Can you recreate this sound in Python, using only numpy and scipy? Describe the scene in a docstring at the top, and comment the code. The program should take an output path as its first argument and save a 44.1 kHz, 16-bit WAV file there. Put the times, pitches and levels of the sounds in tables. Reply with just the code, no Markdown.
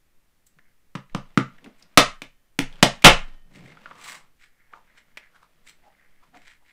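"""Small furnished room, a wooden craft table: a plastic border punch, close under a microphone on an arm.
Dull knocks of the hand on the lever, then die snaps through heavy paper: noise bursts plus decaying modes.
Light taps ring before, between and after them. The sheet slides and is nudged by fingertips: shaped
friction noise. The arm sways, the room echoes over faint steady air, and the loudest cracks clip flat."""
import sys
import numpy as np
from scipy import signal
from scipy.fft import rfft, irfft
from scipy.io import wavfile
from scipy.ndimage import uniform_filter1d

SR = 44100
rng = np.random.default_rng(int(sys.argv[2]) if len(sys.argv) > 2 else 0)


def bounce(signal):
    """Save signal as a 16-bit WAV file at the path given by the first command-line argument."""
    frames = np.transpose(np.atleast_2d(signal))
    limited = np.clip(frames, -1, 1)
    pcm = np.round(limited * 32767).astype(np.int16)
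    wavfile.write(sys.argv[1], SR, pcm)


N = 296352
T = np.arange(N) / SR
HIT = T[:SR]  # time axis of one blow, 1 s

# Dies snapping through paper. Each row: start in seconds, crack level in dB, nominal crunch length in ms,
# shell resonance in Hz, relative table thump level in dB.
SNAPS = [ (1.9742, 3, 3.43, 1250, -8), (1.984, -10.5, 7.1, 490, -13), (2.219, -31.5, 3.7, 2400, -37),
         (2.5897, -16, 2.05, 450, -13.5), (2.827, -3, 6.2, 700, -5), (3.0419, -13.5, 5.4, 2580, -15),
         (3.045, 7.5, 17.5, 2850, -.5), (3.063, 1, 15, 720, 0.5)]
TYPICAL_SNAP_MS = 4
# Relative spectrum of the plastic shell. Each row: frequency in Hz, density in dB per Hz.
SHELL_SPECTRUM = [(60, -24.5), (200, -5), (360, -8), (550, -2), (800, -4.5), (1050, -3), (1280, -2.5),
                  (1700, -4), (2250, -2.5), (3400, -5), (4500, -8), (6500, -12), (9000, -15.5),
                  (12000, -25.5), (16000, -25.5)]


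def undb(db):
    """Decibels to amplitude gain."""
    return 10 ** (np.asarray(db) / 20)


def unit(x):
    """Scale to rms 1."""
    return x / np.sqrt(np.mean(x ** 2))


def add(out, start_s, x):
    """Mix x into out from start_s on, cut at the end of out."""
    i = max(0, int(start_s * SR))
    out[i:i + len(x)] += x[:len(out) - i]


def colour(x, points, tilt_db=0, ring_hz=1000, ring_db=0, ring_octaves=0.082, size=4096):
    """Minimum-phase filter: a spectrum, a tilt per octave above 2 kHz and one resonance."""
    f = np.maximum(np.fft.rfftfreq(size, 1 / SR), 1)
    hz, db = np.transpose(points)
    spectrum_db = np.interp(np.log(f), np.log(hz), db)
    spectrum_db = spectrum_db + tilt_db * np.log2(np.maximum(f / 2000, 1))
    peak = 1 / (1 + (np.log2(f / ring_hz) / ring_octaves) ** 2)
    gain = undb(spectrum_db) * (1 + (undb(ring_db) - 1) * peak)
    # folding the cepstrum makes the filter causal
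    cepstrum = irfft(np.log(gain))[:size // 2]
    cepstrum[1:] *= 2
    response = irfft(np.exp(rfft(cepstrum, size)))
    return signal.fftconvolve(x, response)[:len(x)]


def ring(modes, t, scatter_db=0):
    """Sum of exponentially decaying sine modes; scatter_db spreads their levels at random."""
    out = 0
    for hz, db, t60_s in modes:
        level_db = db + scatter_db * rng.standard_normal()
        out = out + undb(level_db - 60 * t / t60_s) * np.sin(2 * np.pi * hz * t)
    return out


def punch():
    """Dull knocks as the hand settles, then sharp die snaps; longer crunches are duller and bounce lower."""
    # Hand knocking the lever. Each row: start in seconds, crack level in dB, nominal contact length in ms.
    knocks = [(0.952, -29.5, 5.9), (1.1481, -24.5, 2.4), (1.3745, -12.5, 4.0)]
    knock_ring_hz, knock_ring_db, knock_tilt_db_per_octave = 1213, 9.5, -4.5
    knock_thump_db = 8  # relative to the knock
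    feet_hz, feet_hz_per_db = 221.3, 3  # bounce at the hardest knock; the feet stiffen with the load
    snap_ring_db, snap_tilt_db_per_octave, snap_bounce_hz = 6.5, -0.5, 236
    dulling_db, bounce_sag_octaves = 0.97, 0.21  # lost tilt and bounce pitch per doubling of length
    out = np.zeros(N)
    hardest_db = max(db for s, db, ms in knocks)
    for s, db, ms in knocks:
        bounce_hz = feet_hz + feet_hz_per_db * (db - hardest_db)
        add(out, s, blow(db, ms, knock_ring_hz, knock_ring_db, knock_tilt_db_per_octave))
        add(out, s, thump(db + knock_thump_db, bounce_hz))
    for s, db, ms, hz, table_db in SNAPS:
        doublings = np.log2(ms / TYPICAL_SNAP_MS)
        tilt_db = snap_tilt_db_per_octave - dulling_db * doublings
        add(out, s, blow(db, ms, hz, snap_ring_db, tilt_db))
        add(out, s, thump(table_db, snap_bounce_hz / 2 ** (bounce_sag_octaves * doublings)))
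    return out


def blow(db, ms, hz, ring_db, tilt_db, modes_db=-26, spring_db=1.5, detune=0.006):
    """A blow cracks through the shell and rings lever, dies and return spring as decaying modes."""
    # Lever and die modes. Each row: nominal frequency in Hz, relative level in dB, t60 in seconds.
    lever_modes = [(614, -2, .13), (730, -2, .13), (864, -2, .12), (1010, -2, .11), (1170, -1, .12),
                   (1250, -2, .11), (1405, -4, .12), (1880, -3, .12), (2257, -2, .11), (2367, -2, .11),
                   (2805, -2, .1), (2945, -2, .12), (3752, -4, .1), (5475, -9, .1)]
    # Return spring modes. Each row: frequency in Hz, relative level in dB, t60 in seconds.
    spring_modes = [(1841, -66, 1), (3042, -62, 1)]
    # random detune per blow, as lever position and load vary
    modes = np.array(lever_modes)
    modes[:, 0] *= 1 + detune * rng.standard_normal(len(modes))
    lever = undb(modes_db) * ring(modes, HIT, scatter_db=1.0)
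    spring = undb(spring_db) * ring(spring_modes, HIT)
    return undb(db) * (crack(ms, hz, ring_db, tilt_db) + lever + spring)


def crack(ms, hz, ring_db, tilt_db, evenness=0.55, grain_db=3.0):
    """A fast, dying noise burst through the plastic shell; energy of 5 ms at rms 1."""
    age = 1000 * HIT / ms
    spectrum = rfft(rng.standard_normal(len(HIT)) * np.exp(-age))
    # partly flatten the burst's spectrum, so no chance pitch stands out
    burst = irfft(spectrum / np.abs(spectrum) ** evenness) / (1 + (age / 3) ** 6)
    # level clusters about 1 ms long
    clusters = undb(grain_db * unit(uniform_filter1d(rng.standard_normal(len(HIT)), size=40)))
    shell = colour(burst * clusters, SHELL_SPECTRUM, tilt_db, hz, ring_db, ring_octaves=.2)
    return unit(shell) * np.sqrt(.005)


def thump(db, bounce_hz, board_db=-3.0, bounce_t60_s=0.044, radiate_hz=135):
    """The punch bounces on its feet and rings the table top, which radiates little at low frequencies."""
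    # Table top modes. Each row: frequency in Hz, relative level in dB, t60 in seconds.
    table_modes = [(133.44, -13.5, 0.26), (185.3, -5.5, 0.15), (269, -16, 0.08), (460, -21.5, 0.12)]
    board = ring([(bounce_hz, 2, bounce_t60_s)], HIT) + ring(table_modes, HIT)
    highpass = signal.butter(4, radiate_hz, "high", fs=SR, output="sos")
    return -undb(db + board_db) * signal.sosfilt(highpass, board)


def taps():
    """Light contacts of nails, card and lever, no table thump; the higher they ring, the brighter."""
    # Each row: start in seconds, direct level in dB, ring in Hz.
    tap_rows = [ (0.587, -51.5, 1715), (1.097, -57, 1840), (1.583, -51, 1800), (1.643, -47, 2570),
                (1.661, -45.5, 465), (1.824, -49, 5000), (2.727, -51, 3210), (2.757, -53, 2950),
                (3.022, -36.5, 2350), (3.72, -49, 1890), (3.771, -45.5, 1370), (3.858, -35.5, 1420),
                (3.911, -37.5, 1170), (4.735, -38, 1286), (5.1722, -34, 2150), (5.666, -54, 2070),
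                (6.343, -52, 1603)]
    tap_ms, tap_ring_db = 5.4, 15.5
    flat_hz, brightening_db = 2105, 18  # ring with no tilt; tilt gained per octave of ring
    out = np.zeros(N)
    for s, db, hz in tap_rows:
        tilt_db = np.clip(brightening_db * np.log2(hz / flat_hz), -13, 3)
        add(out, s, undb(db) * crack(tap_ms, hz, tap_ring_db, tilt_db))
    return out


def paper():
    """The sheet hisses as it slides, skin and base rub duller and hollow: filtered friction noise."""
    # Sheet over base. Each row: peak time in seconds, half length in seconds, relative level in dB.
    slides = [ (0.472, 0.0058, -49.5), (0.677, .09, -72.5), (1.799, 0.012, -56.5), (3.558, 0.031, -53.5),
              (3.68, 0.049, -52.5), (4.089, 0.061, -37.5), (4.431, 0.035, -54), (4.62, .13, -68),
              (4.919, 0.095, -63.5), (4.98, .028, -57), (5.223, .07, -61), (5.689, .026, -48.5),
              (6.028, 0.22, -67), (6.37, 0.027, -57.5), (6.485, 0.051, -50.5), (6.71, 0.043, -56.5)]
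    # Fingertips and base. Each row: peak time in seconds, half length in seconds, relative level in dB,
    # resonance in Hz.
    rubs = [ (0.578, .011, -58, 182), (1.657, 0.026, -43, 254), (3.622, 0.092, -46.5, 182),
            (3.901, .06, -58, 1228), (4.086, 0.096, -47.5, 1150), (4.754, 0.035, -54, 940),
            (5.355, .019, -55.5, 1500), (5.427, 0.039, -63, 1231), (5.877, 0.037, -57.5, 820),
            (6.237, 0.018, -56, 1210), (6.353, 0.012, -48, 760), (6.358, 0.028, -58.5, 267),
            (6.626, 0.015, -62, 920)]
    # Sliding sheet, relative spectrum. Each row: frequency in Hz, density in dB per Hz.
    paper_spectrum = [(100, -19.5), (600, -18.5), (1100, -11.5), (1650, 0.5), (2150, 4.5), (2650, -4.5),
                      (3200, -5), (3550, -8), (3900, -5.5), (4600, -11), (6700, -15), (7800, -10.5),
                      (11000, -28.5), (16000, -29.5)]
    typical_half_s, typical_db = .035, -52  # quicker and stronger slides hiss brighter
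    tilt_db_per_halving, tilt_db_per_db = 4.5, .5
    hiss, drag = friction(grain_db=4.0), friction(grain_db=3.0)
    out = fumble()
    for s, half_s, db in slides:
        tilt_db = tilt_db_per_db * (db - typical_db)
        tilt_db -= tilt_db_per_halving * np.log2(half_s / typical_half_s)
        out = out + stroke(colour(hiss, paper_spectrum, tilt_db), s, half_s, db)
    for s, half_s, db, hz in rubs:
        # soft skin drives mostly the range around its resonance
        skin = [(hz / 4, -26), (hz * 0.71, -10), (hz, 0), (hz * 1.31, -14), (hz * 8, -34), (16000, -60)]
        out = out + stroke(colour(drag, skin), s, half_s, db)
    return out


def friction(grain_db, uneven_db=2.5):
    """Noise of tiny uneven slips: level patches of about 4 ms and hand jerks of about 20 ms."""
    patches = unit(uniform_filter1d(rng.standard_normal(N), size=160))
    jerks = unit(uniform_filter1d(rng.standard_normal(N), size=900))
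    return rng.standard_normal(N) * undb(grain_db * patches + uneven_db * jerks)


def stroke(x, peak_s, half_s, db, shape=1.6):
    """One hand movement: friction swells and fades with its speed; shape 1 is pointed, 2 a bell."""
    return unit(x) * undb(db) * np.exp(-np.abs((T - peak_s) / half_s) ** shape)


def fumble(catches_per_s=160, spread_db=3, skin_db=-19):
    """Restless fingers: random tiny catches of skin and card over a soft rub."""
    sizes = undb(spread_db * np.minimum(rng.exponential(size=N), 3))
    catches = (rng.random(N) < catches_per_s / SR) * sizes
    drag = catches + undb(skin_db) * friction(grain_db=1.0)
    touch = colour(drag, SHELL_SPECTRUM, tilt_db=-4.5, ring_hz=170, ring_db=17.5, ring_octaves=0.33)
    return unit(touch) * gripping()


def gripping(fade_s=0.058):
    """Finger activity: each grip fades in exponentially, holds and fades out."""
    # Each row: start of hold in seconds, end of hold in seconds, relative level in dB.
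    grips = [(1.134, 1.92, -65), (2.721, 3.3, -56), (3.598, 4.184, -56.5), (4.75, 6.449, -70.5)]
    busy = 0
    for start_s, end_s, db in grips:
        outside_s = np.abs(T - np.clip(T, start_s, end_s))
        busy = busy + undb(db) * np.exp(-outside_s / fade_s)
    return busy


def sway():
    """The microphone arm's modes rock after each snap and lean; a long push favours the slowest swing."""
    # Arm modes. Each row: frequency in Hz, relative level in dB, t60 in seconds.
    arm_modes = [(17, 0, .75), (27, -16, .9), (37.5, 4, .27), (57, -4, .2)]
    # Hand leaning on the punch, rocking the table. Each row: start in seconds, push level in dB.
    leans = [(1.108, -30), (2.6, -23.5)]
    jolt_db, jolt_s, lean_s = -33, .016, .055  # jolt of a typical snap relative to its level; push lengths
    swing = ring(arm_modes, T[:2 * SR])
    pushes = [(s, db, lean_s) for s, db in leans]
    for s, db, ms, hz, table_db in SNAPS:
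        pushes.append((s, db + jolt_db + 20 * np.log10(ms / TYPICAL_SNAP_MS), jolt_s))
    out = np.zeros(N)
    for s, db, push_s in pushes:
        push = np.hanning(int(push_s * SR))
        add(out, s, undb(db) * signal.fftconvolve(swing, push / push.sum()))
    return out


def room(x, gap_s=0.0055, build_s=0.0022):
    """Diffuse echoes: x convolved with noise that builds after a gap and decays band by band."""
    # Each row: band centre in Hz, echo level in dB, t60 in seconds.
    room_bands = [(130, -12.5, 0.29), (294, -7.5, 0.17), (605, -3.5, 0.2), (1540, -8, 0.26),
                  (3470, -6.5, 0.21), (7240, -8.5, 0.22), (13400, -10, 0.092)]
    hz, db, t60_s = np.transpose(room_bands)
    f = np.log(np.maximum(np.fft.rfftfreq(len(HIT), 1 / SR), 1))
    noise = rfft(rng.standard_normal(len(HIT)))
    build = 1 - np.exp(-np.maximum(HIT - gap_s, 0) / build_s)
    echoes = 0
    for share, band_db, band_t60_s in zip(np.eye(len(hz)), db, t60_s):
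        fade = np.exp(-np.log(1000) * HIT / band_t60_s) * build
        band = irfft(noise * np.interp(f, np.log(hz), share))
        echoes = echoes + undb(band_db) * band * fade / np.linalg.norm(fade)
    return signal.fftconvolve(x, echoes)[:N]


def air():
    """Faint steady room air: white noise of unit density per Hz, filtered."""
    # Each row: frequency in Hz, density in dB per Hz.
    air_spectrum = [(10, -69), (25, -88.5), (60, -95.5), (170, -100), (400, -106), (800, -110.5),
                    (1900, -109.5), (4000, -116), (9000, -118), (16000, -118)]
    return colour(rng.standard_normal(N) * np.sqrt(SR / 2), air_spectrum, size=16384)


def scene(tap_room_db=-4, paper_db=-1):
    """Punch, taps and paper with their echoes, plus arm sway and air."""
    blows, ticks, rustle = punch(), taps(), undb(paper_db) * paper()
    echoes = room(blows + undb(tap_room_db) * ticks + rustle)
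    return (blows + ticks + rustle + echoes + sway() + air())[None]


def record(dry):
    """The loudest cracks clip flat; a low-pass then cuts the top."""
    top_hz = 15600
    clipped = np.clip(dry, -1, 1)
    lowpass = signal.firwin(255, top_hz, fs=SR)
    return signal.fftconvolve(clipped, lowpass[None], mode="same", axes=1)


dry = scene()
out = record(dry)
bounce(out)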